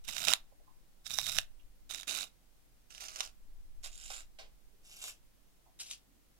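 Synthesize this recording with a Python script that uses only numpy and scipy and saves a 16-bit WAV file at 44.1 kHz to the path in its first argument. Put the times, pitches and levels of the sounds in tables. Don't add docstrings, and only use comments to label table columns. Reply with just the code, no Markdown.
import sys
import numpy as np
from scipy import signal
from scipy.fft import rfft, irfft
from scipy.io import wavfile
from scipy.ndimage import uniform_filter1d, map_coordinates

SR = 44100
rng = np.random.default_rng(int(sys.argv[2]) if len(sys.argv) > 2 else 0)


def wav_out(sig):
    wavfile.write(sys.argv[1], SR, np.round(np.clip(np.atleast_2d(sig).T, -1, 1) * 32767).astype(np.int16))


N = 281799
TIME = np.arange(N) / SR
BINS = np.fft.rfftfreq(4096, 1 / SR)


# t/s, fizz level/dB, level/dB and f/Hz of the thud through the hand,
# (level/dB of each resonance). Levels in all tables are relative.
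GRIPS = [(0, -8, -23, 135, (5, 11.3, 2, 4.9)), (1, -7.5, -19, 85, (2, 15.9, 7.1, 6.4)),
         (1.8, -9, -23.5, 272, (2.6, 13, 0.82, 4.8)), (2.8, -10.5, -22, 620, (3.5, 3.5, 4.6, 3.5)),
         (3.7, -10, -40, 655, (2, 2.5, 1.9, 9.1)), (4.7, -5, -28, 477, (5.2, 4.2, 4.7, 6.4)),
         (5.7, -10.5, -43, 494, (2.9, 3.5, 2, 1.4))]
# f/Hz, level/dB
NEAR_SPECTRUM = [(200, -26.5), (490, -18), (650, -3.5), (1050, -10.5), (1350, 0.5), (1900, -6.5), (2500, 0),
                 (4300, -1), (6300, -0.5), (9000, -4), (13000, -7), (15500, -15.5)]
FAR_SPECTRUM = [(200, -45.5), (450, 3), (620, 0.5), (1200, -9), (1900, -13.5), (2600, -4), (4400, -2.5),
                (6500, -1), (9400, 3), (10500, -5), (13000, -15), (15500, -28.5)]

def scrape(grip, fractures_per_s=1600, spread_db=3, tear_s=0.00045, catch_hz=130, catch_db=1.86,
           splinters=20, thud_octaves=0.95, body_db=1):
    _, fizz_db, thud_db, thud_hz, ring_db = grip
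    n = SR // 2
    start, gain, body_gain = wrist_pushes(grip, n)
    far = distance(start)
    colour = (1 - far) * read(NEAR_SPECTRUM, BINS) + far * read(FAR_SPECTRUM, BINS) + resonances(ring_db)
    catches = amp(catch_db * noise(lambda f: rolloff(f / catch_hz, 4), n))
    age = TIME[:SR // 100] / tear_s
    tearing = (age * np.exp(-age)) ** 2
    wood = np.zeros(n)
    for _ in range(splinters):
        size_draw, chance = rng.random((2, n))
        size = amp(spread_db * np.minimum(-np.log(size_draw + 1e-9), 4))
        breaks = size * (chance < fractures_per_s / splinters / SR) * catches
        energy = abs(signal.fftconvolve(breaks ** 2, tearing)[:n])
        fibres = np.sqrt(energy) * rng.standard_normal(n)
        wood += signal.fftconvolve(fibres, impulse(colour + splinter_ripple()))[:n]
    body, middle, fizz = split(wood)
    thud = noise(lambda f: rolloff(np.log2((f + 1) / thud_hz) / thud_octaves, 6), n)
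    cut = unit(middle) + unit(fizz) * amp(fizz_db) + thud * amp(thud_db)
    return start, cut * gain + unit(body) * amp(body_db) * body_gain


# t/s, duration/s, first level/dB, last level/dB, low body level/dB re the cut
PUSHES = [(0.039, 0.017, -52, -58, -20), (0.068, .022, -55, -38, -17), (0.12, 0.19, -49, -36, -16.5),
          (0.266, 0.051, -37, -43, -5), (1.04, 0.028, -67.5, -47.5, -22), (1.093, 0.2, -43.5, -45, -22),
          (1.267, 0.12, -43.5, -42, -20), (1.891, .12, -47.5, -51.5, -19), (2.068, .16, -40.5, -43, -17),
          (2.896, 0.21, -60, -57, -17.5), (2.998, 0.18, -50, -56.5, -16.5), (3.15, 0.05, -57.5, -46, -11),
          (3.221, 0.043, -45, -53.5, -15), (3.827, 0.041, -54, -48, -18),
          (3.909, 0.18, -61.5, -52.5, -24.5), (4.093, 0.11, -46.5, -54.5, -16.5),
          (4.829, 0.17, -68, -56, -18), (5.01, 0.081, -49.5, -47.5, -20), (5.789, .022, -43, -46, -27.5),
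          (5.839, 0.055, -54.5, -58, -24.5), (5.897, 0.026, -47, -47.5, -27)]

def wrist_pushes(grip, n, attack_s=0.01, release_db_per_s=449):
    pushes = during(grip, PUSHES)
    onset = pushes[0][0]
    power, body_power = 0, 0
    for start, length, first_db, last_db, body_db in pushes:
        age = onset + TIME[:n] - start
        held_db = np.interp(age, [0, length], [first_db, last_db])
        release_db = release_db_per_s * np.maximum(age - length, 0)
        gain = np.clip(age / attack_s, 0, 1) * amp(held_db - release_db)
        power += gain ** 2
        body_power += (gain * amp(body_db)) ** 2
    return onset, np.sqrt(power), np.sqrt(body_power)


# f/Hz, bandwidth/Hz
MODES = [(2750, 840), (3770, 447), (5550, 1200), (7300, 970)]

def resonances(ring_db):
    return sum(db / (1 + (2 * (BINS - hz) / width) ** 4) for (hz, width), db in zip(MODES, ring_db))


def splinter_ripple(depth_db=4):
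    ripple = uniform_filter1d(rng.standard_normal(len(BINS)), size=90)
    return depth_db * unit(uniform_filter1d(ripple, size=60))


# t/s, peak level/dB, low body level/dB, decay time of the tear/s
SNAPS = [(0.0796, -35.5, -21, 0.00033), (.091, -30.5, -9, 0.0023), (0.167, -26.5, -17, .0011),
         (.181, -28, -27, .0017), (.2715, -24, -18, 0.0015), (0.2838, -13, -19, 0.0012),
         (0.3176, -23.5, -5, 0.0015), (0.3279, -20, -14, 0.0012), (.336, -10, -15, .0003),
         (1.066, -34.5, -27, .002), (1.1066, -28.5, -19.5, .0008), (1.1869, -16.5, -9, 0.00059),
         (1.2668, -25.5, -34, .0011), (1.2886, -41, -12, 0.00099), (1.296, -23.5, -19, 0.0006),
         (1.367, -29, -15, 0.0031), (1.386, -13.5, -13.5, 0.00088), (1.9108, -32, -34, 0.00066),
         (1.9471, -27.5, -19, 0.00078), (1.983, -38, -35, 0.0016), (2.032, -37, -12, 0.001),
         (2.0807, -36, -12, .00088), (2.11, -27, -26, 0.00041), (2.906, -45.5, -23, 0.0015),
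         (2.949, -40, -16, .001), (2.98, -40, -17, 0.0014), (3.0074, -40, -22, 0.00084),
         (3.023, -43, 9, 0.00074), (3.206, -21, -13, 0.0022), (3.8468, -38, -11, 0.0012),
         (3.86, -37, -13, 0.0016), (4.1038, -34.5, -3, .002), (5.798, -39, -28, 0.0032)]
# f/Hz, level/dB
SNAP_SPECTRUM = [(100, -27.5), (400, -34.5), (650, -10.5), (1100, -8.5), (1700, -1.5), (2500, 0), (3700, 0),
                 (4600, -4), (5600, 0), (8000, -9.5), (11000, -11), (15500, -22)]

def snap(row, grip, rise_s=0.00038, usual_tear_s=0.0012, first_break=0.9, ring_share=0.6, far_weight=2.1):
    start, peak_db, body_db, tear_s = row
    t = TIME[:1024]
    lead = 64
    envelope = (1 - np.exp(-t / rise_s)) * np.exp(-t / tear_s)
    tear = rng.choice([-1, 1], len(t)) * envelope
    tear[0] += first_break * np.linalg.norm(tear)
    far_db = far_weight * distance(start) * (read(FAR_SPECTRUM, BINS) - read(NEAR_SPECTRUM, BINS))
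    colour = read(SNAP_SPECTRUM, BINS) + ring_share * resonances(grip[-1]) + far_db
    body, middle, fizz = split(np.pad(signal.fftconvolve(tear, impulse(colour)), (lead, 0)))
    fizz_db = -13 - 2.5 * np.log2(tear_s / usual_tear_s)
    crack = unit(middle) + unit(body) * amp(body_db) + unit(fizz) * amp(fizz_db)
    peak_rms = np.sqrt(uniform_filter1d(crack ** 2, SR // 1000).max())
    return start - lead / SR, crack / peak_rms * amp(peak_db - 5)


# t/s, level/dB, f/Hz, half-width/octaves, rise time/s, decay time/s
BRUSHES = [(.515, -69, 680, 0.42, 0.0071, 0.02), (.595, -70.5, 599, 0.31, 0.0041, 0.025),
           (0.663, -67.5, 960, 0.22, 0.021, 0.042), (1.59, -71.5, 2880, 0.21, 0.0089, 0.016),
           (4.386, -50.5, 3130, 0.88, 0.0025, 0.031), (4.387, -57.5, 637, 0.6, 0.0037, 0.035),
           (4.66, -78, 366, 0.3, 0.095, 0.066), (5.655, -69, 766, 0.32, 0.0097, 0.028),
           (6.049, -79.5, 249, 0.43, 0.04, 0.16)]

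def brush(row):
    start, db, hz, octaves, rise_s, decay_s = row
    t = TIME[:SR // 3]
    rub = noise(lambda f: -20 * np.log10(1 + (np.log2((f + 1) / hz) / octaves) ** 4 / 2), len(t))
    envelope = np.minimum(t / rise_s, 1) * np.exp(-np.maximum(t - rise_s, 0) / decay_s)
    return start, amp(db) * rub * envelope


def distance(t, near_until_s=2.5, move_s=4.8):
    return np.clip((t - near_until_s) / move_s, 0, 1)


# t/s, left minus right level/dB, lag of the left microphone/ms, room level/dB
HAND_PATH = [(0.199, -18, 0.39, -17.5), (1.301, -25, 0.47, -17.5), (2.1, -21, 0.42, -14),
             (3.102, -6.5, 0.44, -10.5), (4.1, -7, 0.267, -7), (5.0, -1.5, 0.16, -2.5),
             (5.9, 1.5, 0.064, -3.5)]

def place(x, shadow_hz=5000):
    times, *columns = np.transpose(HAND_PATH)
    pan_db, lag_ms, room_db = (np.interp(TIME, times, column) for column in columns)
    dull = signal.sosfiltfilt(signal.butter(1, shadow_hz, fs=SR, output="sos"), x)
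    shaded = dull + amp(pan_db) * (x - dull)
    left = map_coordinates(shaded, [(TIME - lag_ms / 1000) * SR], order=3)
    pair = np.array([left * amp(pan_db), x]) + amp(room_db) * room(x)
    return 2 * pair / np.sqrt(1 + amp(pan_db) ** 2 + 2 * amp(room_db) ** 2)


# f/Hz, T60/s
ROOM_T60 = [(200, 0.47), (800, 0.3), (2500, 0.21), (5000, 0.18), (9000, 0.1), (15000, 0.24)]

def room(x, early_s=0.036, early_db=5, gap_s=0.001):
    t = TIME[:SR // 2]
    reflections = rng.standard_normal((2, len(t))) * (rng.random((2, len(t))) < 0.2) * (t > gap_s)
    reflections *= 1 + amp(early_db) * np.exp(-t / early_s)
    hz, age, spectrum = signal.stft(reflections, SR, nperseg=256)
    absorption = amp(-60 * age / read(ROOM_T60, hz)[:, None])
    tail = signal.istft(spectrum * absorption, SR, nperseg=256)[1]
    tail /= np.linalg.norm(tail, axis=1, keepdims=True)
    return signal.fftconvolve(x[None], tail, axes=1)[:, :N]


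# f/Hz, level/dB
AIR_SPECTRUM = [(41, -20), (65, -4.5), (92, -2), (148, -4.5), (358, -8.5), (392, -13), (460, -12),
                (774, -14.5), (1090, -18), (1670, -19), (15800, -22.5)]

def room_air(shared=0.095, level_db=-70):
    highpass = signal.butter(4, 100, "high", fs=SR, output="sos")
    air = np.array([noise(lambda f: read(AIR_SPECTRUM, f)) for _ in range(3)])
    air /= np.std(signal.sosfilt(highpass, air), axis=1, keepdims=True)
    common, separate = air[0], air[1:]
    return amp(level_db) * (shared * common + separate) / np.hypot(1, shared)


# t/s, level/dB
RUMBLE_LEVELS = [(0, -54), (1.15, -62.5), (1.38, -49), (2.4, -69), (3.35, -59), (3.6, -45.5), (4.5, -56.5),
                 (5.2, -64), (6.39, -75)]

def rumble(low_hz=10, high_hz=15):
    def colour(f):
        return -10 * np.log10(1 + (f / high_hz) ** 5 + (low_hz / (f + 1)) ** 4)

    return np.array([noise(colour), noise(colour)]) * amp(np.interp(TIME, *np.transpose(RUMBLE_LEVELS)))


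# t/s, level/dB
HUM_LEVELS = [(0, -73), (.75, -82.5), (1.15, -66.5), (1.75, -67), (2.1, -72.5), (3.7, -66.5), (5.3, -74.5),
              (6.39, -71.5)]

def hum(gain_db, phase, hz=42.3):
    waver = 0.3 * noise(lambda f: rolloff(f / 4, 6))
    throb_db = 2.2 * noise(lambda f: rolloff(f / 7, 6))
    level_db = gain_db + throb_db + np.interp(TIME, *np.transpose(HUM_LEVELS))
    return np.sqrt(2) * amp(level_db) * np.sin(2 * np.pi * hz * TIME + phase + waver)


def amp(db):
    return 10 ** (np.asarray(db) / 20)


def unit(x):
    return x / np.sqrt(np.mean(x ** 2) + 1e-20)


def read(points, hz):
    f, value = np.transpose(points)
    return np.interp(np.log(hz + 1), np.log(f), value)


def rolloff(ratio, exponent):
    return -10 * np.log10(1 + ratio ** exponent)


def impulse(db):
    log_gain = np.log(amp(np.maximum(db, db.max() - 90)))
    mirrored = np.r_[log_gain, log_gain[-2:0:-1]]
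    response = np.fft.ifft(np.exp(np.conj(signal.hilbert(mirrored)))).real
    return response[:2048] / np.linalg.norm(response)


def noise(colour, size=N):
    white = rfft(rng.standard_normal(size))
    return unit(irfft(white * amp(colour(np.fft.rfftfreq(size, 1 / SR))), size))


def split(x, body_hz=1400, fizz_hz=8500):
    body = signal.sosfiltfilt(signal.butter(3, body_hz, fs=SR, output="sos"), x)
    fizz = signal.sosfiltfilt(signal.butter(4, fizz_hz, "high", fs=SR, output="sos"), x)
    return body, x - body - fizz, fizz


def during(grip, rows, turn_s=0.6):
    return [row for row in rows if 0 <= row[0] - grip[0] < turn_s]


def add(mix, start_s, sound):
    part = mix[max(round(start_s * SR), 0):][:len(sound)]
    part += sound[:len(part)]


def scene():
    hands = np.zeros(N)
    for grip in GRIPS:
        add(hands, *scrape(grip))
        for row in during(grip, SNAPS):
            add(hands, *snap(row, grip))
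    for row in BRUSHES:
        add(hands, *brush(row))
    mix = place(hands) + room_air() + rumble()
    return mix + np.array([hum(gain_db=-4.5, phase=0.91), hum(gain_db=3, phase=0)])


def record(dry, edge_hz=15950):
    lowpass = signal.firwin(511, edge_hz, window=("kaiser", 9), fs=SR)
    return signal.oaconvolve(dry, lowpass[None], "same")


dry = scene()
out = record(dry)
wav_out(out)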